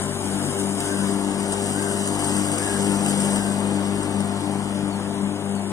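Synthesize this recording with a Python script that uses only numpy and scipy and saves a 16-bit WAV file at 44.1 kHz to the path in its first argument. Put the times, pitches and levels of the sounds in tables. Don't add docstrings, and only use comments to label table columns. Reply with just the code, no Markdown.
import sys
import numpy as np
from scipy import signal
from scipy.fft import rfft, irfft, dct, next_fast_len
from scipy.io import wavfile
from scipy.ndimage import uniform_filter1d

SR = 44100
rng = np.random.default_rng(int(sys.argv[2]) if len(sys.argv) > 2 else 0)


def to_linear_factor(level_db):
    exponent = np.asarray(level_db, float) / 20
    return 10 ** exponent


def master(y):
    cut = np.clip(np.atleast_2d(y).T, -1, 1)
    pcm = np.round(cut * 32767)
    wavfile.write(sys.argv[1], SR, pcm.astype(np.int16))


N = 252232
TIME = np.arange(N) / SR


def evened(x):
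    return x / np.sqrt(np.mean(x ** 2) + 1e-20)


def read(points, hz):
    f, value = np.transpose(points)
    return np.interp(np.log(hz + 1), np.log(f + 1), value)


def column(rows, count):
    columns = np.transpose(rows)
    return np.interp(TIME, columns[0], columns[count])


def swells(rows):
    s, db, width = np.transpose(rows)
    coarse = TIME[::64]
    bells = np.exp(-((coarse[:, None] - s) / width) ** 2)
    return np.interp(TIME, coarse, bells @ db)


def wander(top_hz, count):
    size = next_fast_len(N)
    z = rfft(rng.standard_normal((count, N)), size)
    z = z / (1 + (np.fft.rfftfreq(size, 1 / SR) / top_hz) ** 4)
    return evened(irfft(z, size)[:, :N])


def air(shape, patchy_db, size):
    hz = np.fft.rfftfreq(size, 1 / SR)
    a, b, c, d, patches = rng.standard_normal((4 * N // size + 5, len(hz), 5)).T
    patches = uniform_filter1d(patches, size=8, axis=0)
    patches = evened(uniform_filter1d(patches, size=10, axis=1))
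    z = np.array([a + 1j * b, c + 1j * d])
    z = z * to_linear_factor(read(shape, hz)[:, None] + patchy_db * patches)
    return signal.istft(z, nperseg=size, noverlap=3 * size // 4)[1][:, :N]


def band_rms(x, lo_hz, hi_hz):
    power, hz = abs(rfft(x)) ** 2, np.fft.rfftfreq(N, 1 / SR)
    return np.sqrt(2 * power[(hz > lo_hz) & (hz < hi_hz)].sum()) / N


# start_s, start_hz, end_hz, length_s, level_db
CHIRPS = [
    (4.905, 4750, 4050, .06, -46),
    (5.55, 4700, 4200, .055, -48),
]


def songbird():
    out = np.zeros(N)
    for start, start_hz, end_hz, length, db in CHIRPS:
        u = np.clip((TIME - start) / length, 0, 1)
        hz = start_hz + (end_hz - start_hz) * u
        whistle = np.sin(2 * np.pi * np.cumsum(hz) / SR)
        flutter = 1 + 0.62 * wander(170, count=1)[0]
        out += to_linear_factor(db) * np.sin(np.pi * u) * flutter * whistle
    return out


# start_s, length_s, top_hz, level_db
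CAWS = [
    (.84, 0.25, 1582, -39.5),
    (1.73, 0.22, 1600, -40),
    (2.559, 0.252, 1696, -39.5),
    (3.34, .25, 1575, -43),
]


def crow():
    rise = 0.28
    first, sag, drop = 0.86, 0.0426, 0.0585
    out = np.zeros(N)
    for start, length, top_hz, db in CAWS:
        u = np.clip((TIME - start) / length, 0, 1)
        bend = first + (1 - first) * np.minimum(u / rise, 1)
        bend = bend - sag * np.maximum(u - rise, 0) - drop * u ** 4
        hz = top_hz * bend * (1 + 0.0039 * wander(84, count=1)[0])
        angle = 2 * np.pi * np.cumsum(hz) / SR
        rasp = 1 + 0.55 * wander(160, count=1)[0]
        swell = abs(np.sin(np.pi * u)) ** 0.47
        out += to_linear_factor(db + 5) * rasp * swell * (np.sin(angle) + 0.11 * np.sin(angle * 4 / 3))
    return out


# time_s, blade_pass_hz
SPEED = [(0, 98.1), (.5, 98.4), (.8, 98.75), (1.25, 98.8), (1.6, 99.3), (2.3, 99.55), (2.8, 99.42),
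         (4, 99.45), (5.72, 99.35)]


def blade_angle():
    return 2 * np.pi * np.cumsum(column(SPEED, count=1)) / SR


# time_s, roar_db, hiss_db
EFFORT = [(0.0, -32.5, -34.5), (0.03, -36.5, -35), (0.09, -35, -37.5), (0.46, -34.5, -34.5),
          (0.72, -36.5, -36), (0.83, -34, -35), (1.23, -34, -38), (1.67, -34.5, -36), (2.12, -34.5, -33.5),
          (2.2, -33, -32), (3.38, -32.5, -34), (3.44, -34.5, -35.5), (3.63, -33, -39), (5.32, -37, -44),
          (5.7, -38, -44), (5.72, -33, -49)]


def effort_db():
    return column(EFFORT, count=1), column(EFFORT, count=2)


# pitch_hz, level_db per Hz
ROAR = [(25, -8), (50, -18), (75, -6.5), (120, -7.5), (170, 3), (240, 10), (350, 4.5), (450, -0.5),
        (850, 0.5), (1100, -2.5), (1600, -10), (2200, -13.5), (4000, -17.5), (9000, -53.5)]


def roar():
    x = air(ROAR, patchy_db=1.2, size=2048)
    throb = 1 + 0.075 * np.cos(blade_angle()) + 0.044 * np.cos(2 * blade_angle())
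    return x * throb / band_rms(x[0], 578, 1830) * to_linear_factor(effort_db()[0])


TONES_DB = [-2, 5.5, -1.5, -3.5]
# time_s, change_db, half_width_s
ROCK_1 = [
    (0.0, 1.5, 0.063),
    (0.8, -1, 0.13),
    (1.3, -6.5, 0.18),
    (2.5, 0.5, .15),
    (3.2, -3.5, 0.14),
    (4.199, 2, 0.4),
    (5.18, -4, 0.044),
]
ROCK_2 = [(.17, -14, .08), (.36, 4, .05), (.49, -17.5, 0.086), (.72, 4, 0.075), (.85, -11.5, 0.076),
          (1.02, 4, 0.078), (1.65, -4, 0.037), (1.93, -7, 0.021), (2.21, -12.5, 0.083), (2.42, 1.5, 0.084),
          (2.62, -12, 0.12), (3.3, 4, 0.66), (3.93, 3, 0.061), (4.08, -10.5, 0.067), (4.18, 4.5, 0.075),
          (4.43, -6.5, .04), (4.95, 1.5, 0.027), (5.25, 7.5, .05), (5.4, -6.5, .04), (5.55, 3.5, .12)]
ROCK_3 = [(.05, -15.5, 0.042), (.19, -7, 0.035), (.42, 8, 0.049), (.56, -10.5, 0.026), (.64, 6, 0.11),
          (1.27, 6, 0.16), (1.77, 6, 0.038), (1.94, -10, .04), (2.3, 7.5, 0.17), (2.55, 3, 0.037),
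          (2.78, -8.5, 0.064), (2.9, 7.5, 0.15), (3.2, -11, 0.027), (3.34, 1, 0.071), (3.56, -15.5, 0.046),
          (3.76, 7.5, 0.079), (4.07, 5.5, 0.046), (4.25, -6, 0.1), (4.459, 9, .05), (4.88, 6, 0.064),
          (4.95, -14, 0.028), (5.04, 4, .05), (5.23, -3, 0.026), (5.36, 6, 0.084), (5.62, -23, 0.15)]
ROCK_4 = [(.1, 7, 0.066), (.4, -8.5, .05), (.59, 9, 0.091), (.87, 4.5, 0.12), (1.1, 6, 0.022),
          (1.65, 5.5, 0.57), (2.21, -4, 0.055), (2.55, -9, .03), (2.82, 7, 0.14), (3.1, -0.5, 0.059),
          (3.45, -2.5, 0.24), (3.95, 3, 0.13), (4.17, 3.5, .05), (4.57, 4, .05), (4.73, -5.5, 0.054),
          (5.03, -2.5, .04), (5.17, 6, 0.021), (5.5, 3.5, 0.06)]
# order, level_db against the roar
ORDERS_DB = [(1, -13.5), (3, -0.5), (5, -26), (7, -6), (10, -7), (12, -8), (14, -4.5), (16, -10),
             (18, -7.5)]


def hum():
    angle, roar_db = blade_angle(), effort_db()[0]
    shakes = (0.045, 0.077, 0.18, 0.17)
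    rocks = (ROCK_1, ROCK_2, ROCK_3, ROCK_4)
    out = 0
    for k, shake, db, rock in zip(range(1, 5), shakes, TONES_DB, rocks):
        re, im = wander(6.6, count=2)
        path = 2 * np.pi * rng.random() + 0.59 * wander(0.47, count=1)[0]
        tone = (1 + shake * (re + 1j * im)) * np.exp(1j * (k * angle + path))
        out = out + to_linear_factor(-31 + 0.57 * (roar_db + 36) + db + swells(rock)) * tone.real
    for order, db in ORDERS_DB:
        re, im = wander(6.2, count=2)
        line = (0.5 + 0.5 * (re + 1j * im)) * np.exp(0.5j * order * angle)
        out = out + to_linear_factor(roar_db + db) * line.real
    return out


# pitch_hz, level_db per Hz
HISS = [(300, -17), (1500, 6.5), (2400, -6.5), (2900, 5.5), (3500, -6), (4000, 1), (4250, -22.5),
        (4550, -1), (5300, 0), (5600, -3), (10000, -0.5), (11200, -11.5), (14000, -11), (15500, -16)]
# time_s, change_db, half_width_s
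MOUTHFULS = [(.03, 2, 0.018), (.605, 4.5, 0.016), (.87, 2, 0.057), (1.07, 2.5, 0.054), (1.37, -1, .03),
             (1.535, 4.5, 0.0096), (1.67, 2.5, 0.094), (1.92, 1.5, 0.033), (2.08, 1, 0.034),
             (2.105, -3, 0.019), (2.15, -0.5, 0.013), (2.175, -4, 0.011), (2.24, 0, .03), (2.37, 3, 0.017),
             (3.1, 3.5, 0.029), (3.26, 2, 0.064), (3.335, -0.5, .015), (3.36, 4.5, 0.005), (5.51, 1, .04)]
# start_s, level_db, decay_t60_s
STRIKES = [(0.8043, -8, 0.025), (0.856, -20, 0.028), (1.522, -10, 0.039), (1.5643, -29, 0.026),
           (1.8243, -14.5, 0.03), (2.0753, -11.5, 0.027), (2.2448, -22, 0.034), (2.5157, -20, 0.042),
           (2.582, -7.5, 0.026), (3.0624, -9, 0.014), (3.0839, -15, 0.024), (3.202, -11.5, 0.032),
           (3.359, -11, 0.036), (4.0306, -12, 0.019), (4.2045, -6.5, 0.01), (5.5518, -22, 0.044)]


def shredding():
    x = air(HISS, patchy_db=1.5, size=512)
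    x = x / band_rms(x[0], 5840, 11100)
    bursts = to_linear_factor(0.7 * wander(83, count=1)[0]) * (1 + 0.095 * np.cos(blade_angle()))
    snaps = to_linear_factor(4.9 * np.minimum(rng.exponential(1, N), 4)) * (rng.random(N) < 250 / SR)
    bursts = bursts + 0.082 * signal.oaconvolve(snaps, to_linear_factor(-60 * TIME[:900] / 0.0055))[:N]
    level = to_linear_factor(effort_db()[1] + swells(MOUTHFULS) - 8) * bursts
    for start, db, t60 in STRIKES:
        after = np.maximum(TIME - start, 0)
        level = level + to_linear_factor(db - 26.5 - 60 * after / t60) * (TIME > start)
    return x * level


# time_s, share
ASIDE = [(0, -.45), (.25, -.1), (.75, 0), (1, .5), (1.4, .8), (2.4, 1), (4.2, .95), (4.8, .5), (5.1, .05),
         (5.45, 0), (5.72, -.45)]
# pitch_hz, lead_rad
LEAD_AHEAD = [(450, 0), (1210, .9), (1720, .2), (2000, 2.2), (2700, 3.1), (3300, 2.6), (3900, 3.1),
              (4600, 3.35), (5500, 4), (6800, 6.2), (8000, 9), (9000, 9.4), (15000, 11)]
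LEAD_ASIDE = [(450, 0), (1460, 1.5), (1810, .8), (2150, 2.8), (2700, 3.2), (4100, 3.6), (4500, 5.5),
              (6000, 6.3), (7100, 9.3), (8180, 12), (9900, 11.3), (15000, 17)]
# pitch_hz, likeness
SAME = [(30, .4), (55, .8), (75, .99), (400, .99), (1000, .87), (1300, .77), (1700, .45), (2200, .55),
        (2680, .92), (3100, .5), (4050, .88), (5000, .65), (5900, .75), (7000, .72), (8500, .45),
        (10000, .15)]
# pitch_hz, level_db
RIGHT_DB = [(400, -9.5), (600, -3.5), (850, -6.5), (1200, -7.5), (1700, -4), (2000, -6.5), (2650, 0.5),
            (3000, -3.5), (4200, 0), (4600, -2.5), (5500, -2), (8000, 8), (9000, -3), (9700, -17.5),
            (15000, -9)]


def ports(direct, scattered):
    hz, t, (a, b) = signal.stft(np.array([direct, scattered]), SR, nperseg=1024, noverlap=768)
    aside = np.interp(t, *np.transpose(ASIDE))
    lead = np.outer(read(LEAD_AHEAD, hz), 1 - aside) + np.outer(read(LEAD_ASIDE, hz), aside)
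    lead = lead * (hz > 450)[:, None]
    same = np.clip(read(SAME, hz), 0, 1)[:, None]
    right = same * a * np.exp(-1j * lead) + np.sqrt(1 - same ** 2) * b
    right = to_linear_factor(read(RIGHT_DB, hz))[:, None] * right
    return signal.istft(np.array([a, right]), SR, nperseg=1024, noverlap=768)[1][:, :N]


def scene():
    direct, scattered = roar() + shredding()
    caws, chirps = crow(), songbird()
    right_birds = to_linear_factor(-16) * np.roll(caws, -4) + to_linear_factor(-27.5) * np.roll(chirps, -4)
    return ports(direct + hum(), scattered) + np.array([caws + chirps, right_birds])


# pitch_hz, level_db per line
LINE_STEP = [(800, -50), (1500, -40), (1900, -31), (2700, -32.5), (3000, -36), (3600, -33.5), (5500, -33),
             (7200, -30.5), (8300, -33), (11000, -35.5), (14500, -40)]
# pitch_hz, level_db per line
QUIET = [(9000, -75), (13600, -50), (14300, -44), (15300, -38)]


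def round_lines(x):
    first = 71
    joint_hz = 7600
    muted_under = 0.42
    window = signal.windows.kaiser_bessel_derived(2048, 4 * np.pi)
    padded = np.pad(x, ((0, 0), (1024 - first, 3072)))
    blocks = np.lib.stride_tricks.sliding_window_view(padded, 2048, axis=1)[:, ::1024] * window
    a, b, c, d = np.split(blocks, 4, axis=2)
    folded = np.concatenate([-c[..., ::-1] - d, a - b[..., ::-1]], axis=2)
    z = dct(folded, type=4, norm="ortho")

    hz = np.arange(1024) * SR / 2048
    joint = hz < joint_hz
    around_db = 10 * np.log10(uniform_filter1d((z ** 2).sum(0), size=72, axis=1) + 1e-12)
    louder_db = around_db - np.median(around_db, axis=0)
    step = np.maximum(to_linear_factor(read(LINE_STEP, hz) + 0.97 * louder_db), to_linear_factor(read(QUIET, hz)))
    right_step = step * to_linear_factor(-6 * np.clip(hz / 3000 - 3.3, 0, 1))
    step = np.array([step, right_step]) * (1 + joint)

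    z = np.where(joint, [z[0] + z[1], z[0] - z[1]], z)
    patch_power = uniform_filter1d(uniform_filter1d(z ** 2, size=7, axis=2), size=2, axis=1)
    z = z * (patch_power > (muted_under * step) ** 2)
    z = np.sign(z) * step * np.floor((abs(z) / step) ** 0.75 + 0.4054) ** (4 / 3)
    z = np.where(joint, [(z[0] + z[1]) / 2, (z[0] - z[1]) / 2], z)

    p, q = np.split(dct(z, type=4, norm="ortho"), 2, axis=2)
    blocks = np.concatenate([q, -q[..., ::-1], -p[..., ::-1], -p], axis=2) * window
    gated = (blocks[:, 1:, :1024] + blocks[:, :-1, 1024:]).reshape(2, -1)
    return np.concatenate([x[:, :first], gated], axis=1)[:, :N]


def top_cut(x):
    return signal.sosfilt(signal.butter(12, 15560, fs=SR, output="sos"), x)


def record(dry):
    size = next_fast_len(N)
    hz = np.fft.rfftfreq(size, 1 / SR)
    left_port, right_port = (8820, 437, 19.23), (11300, 1100, 14.7)  # pitch_hz, width_hz, level_db
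    out = []
    for x, (port_hz, width_hz, db) in zip(dry, (left_port, right_port)):
        lift = (to_linear_factor(db) - 1) / np.sqrt(1 + (2 * (hz - port_hz) / width_hz) ** 2)
        out.append(irfft(rfft(x, size) * (1 + lift), size)[:N])
    return top_cut(round_lines(np.array(out)))


dry = scene()
out = record(dry)
master(out)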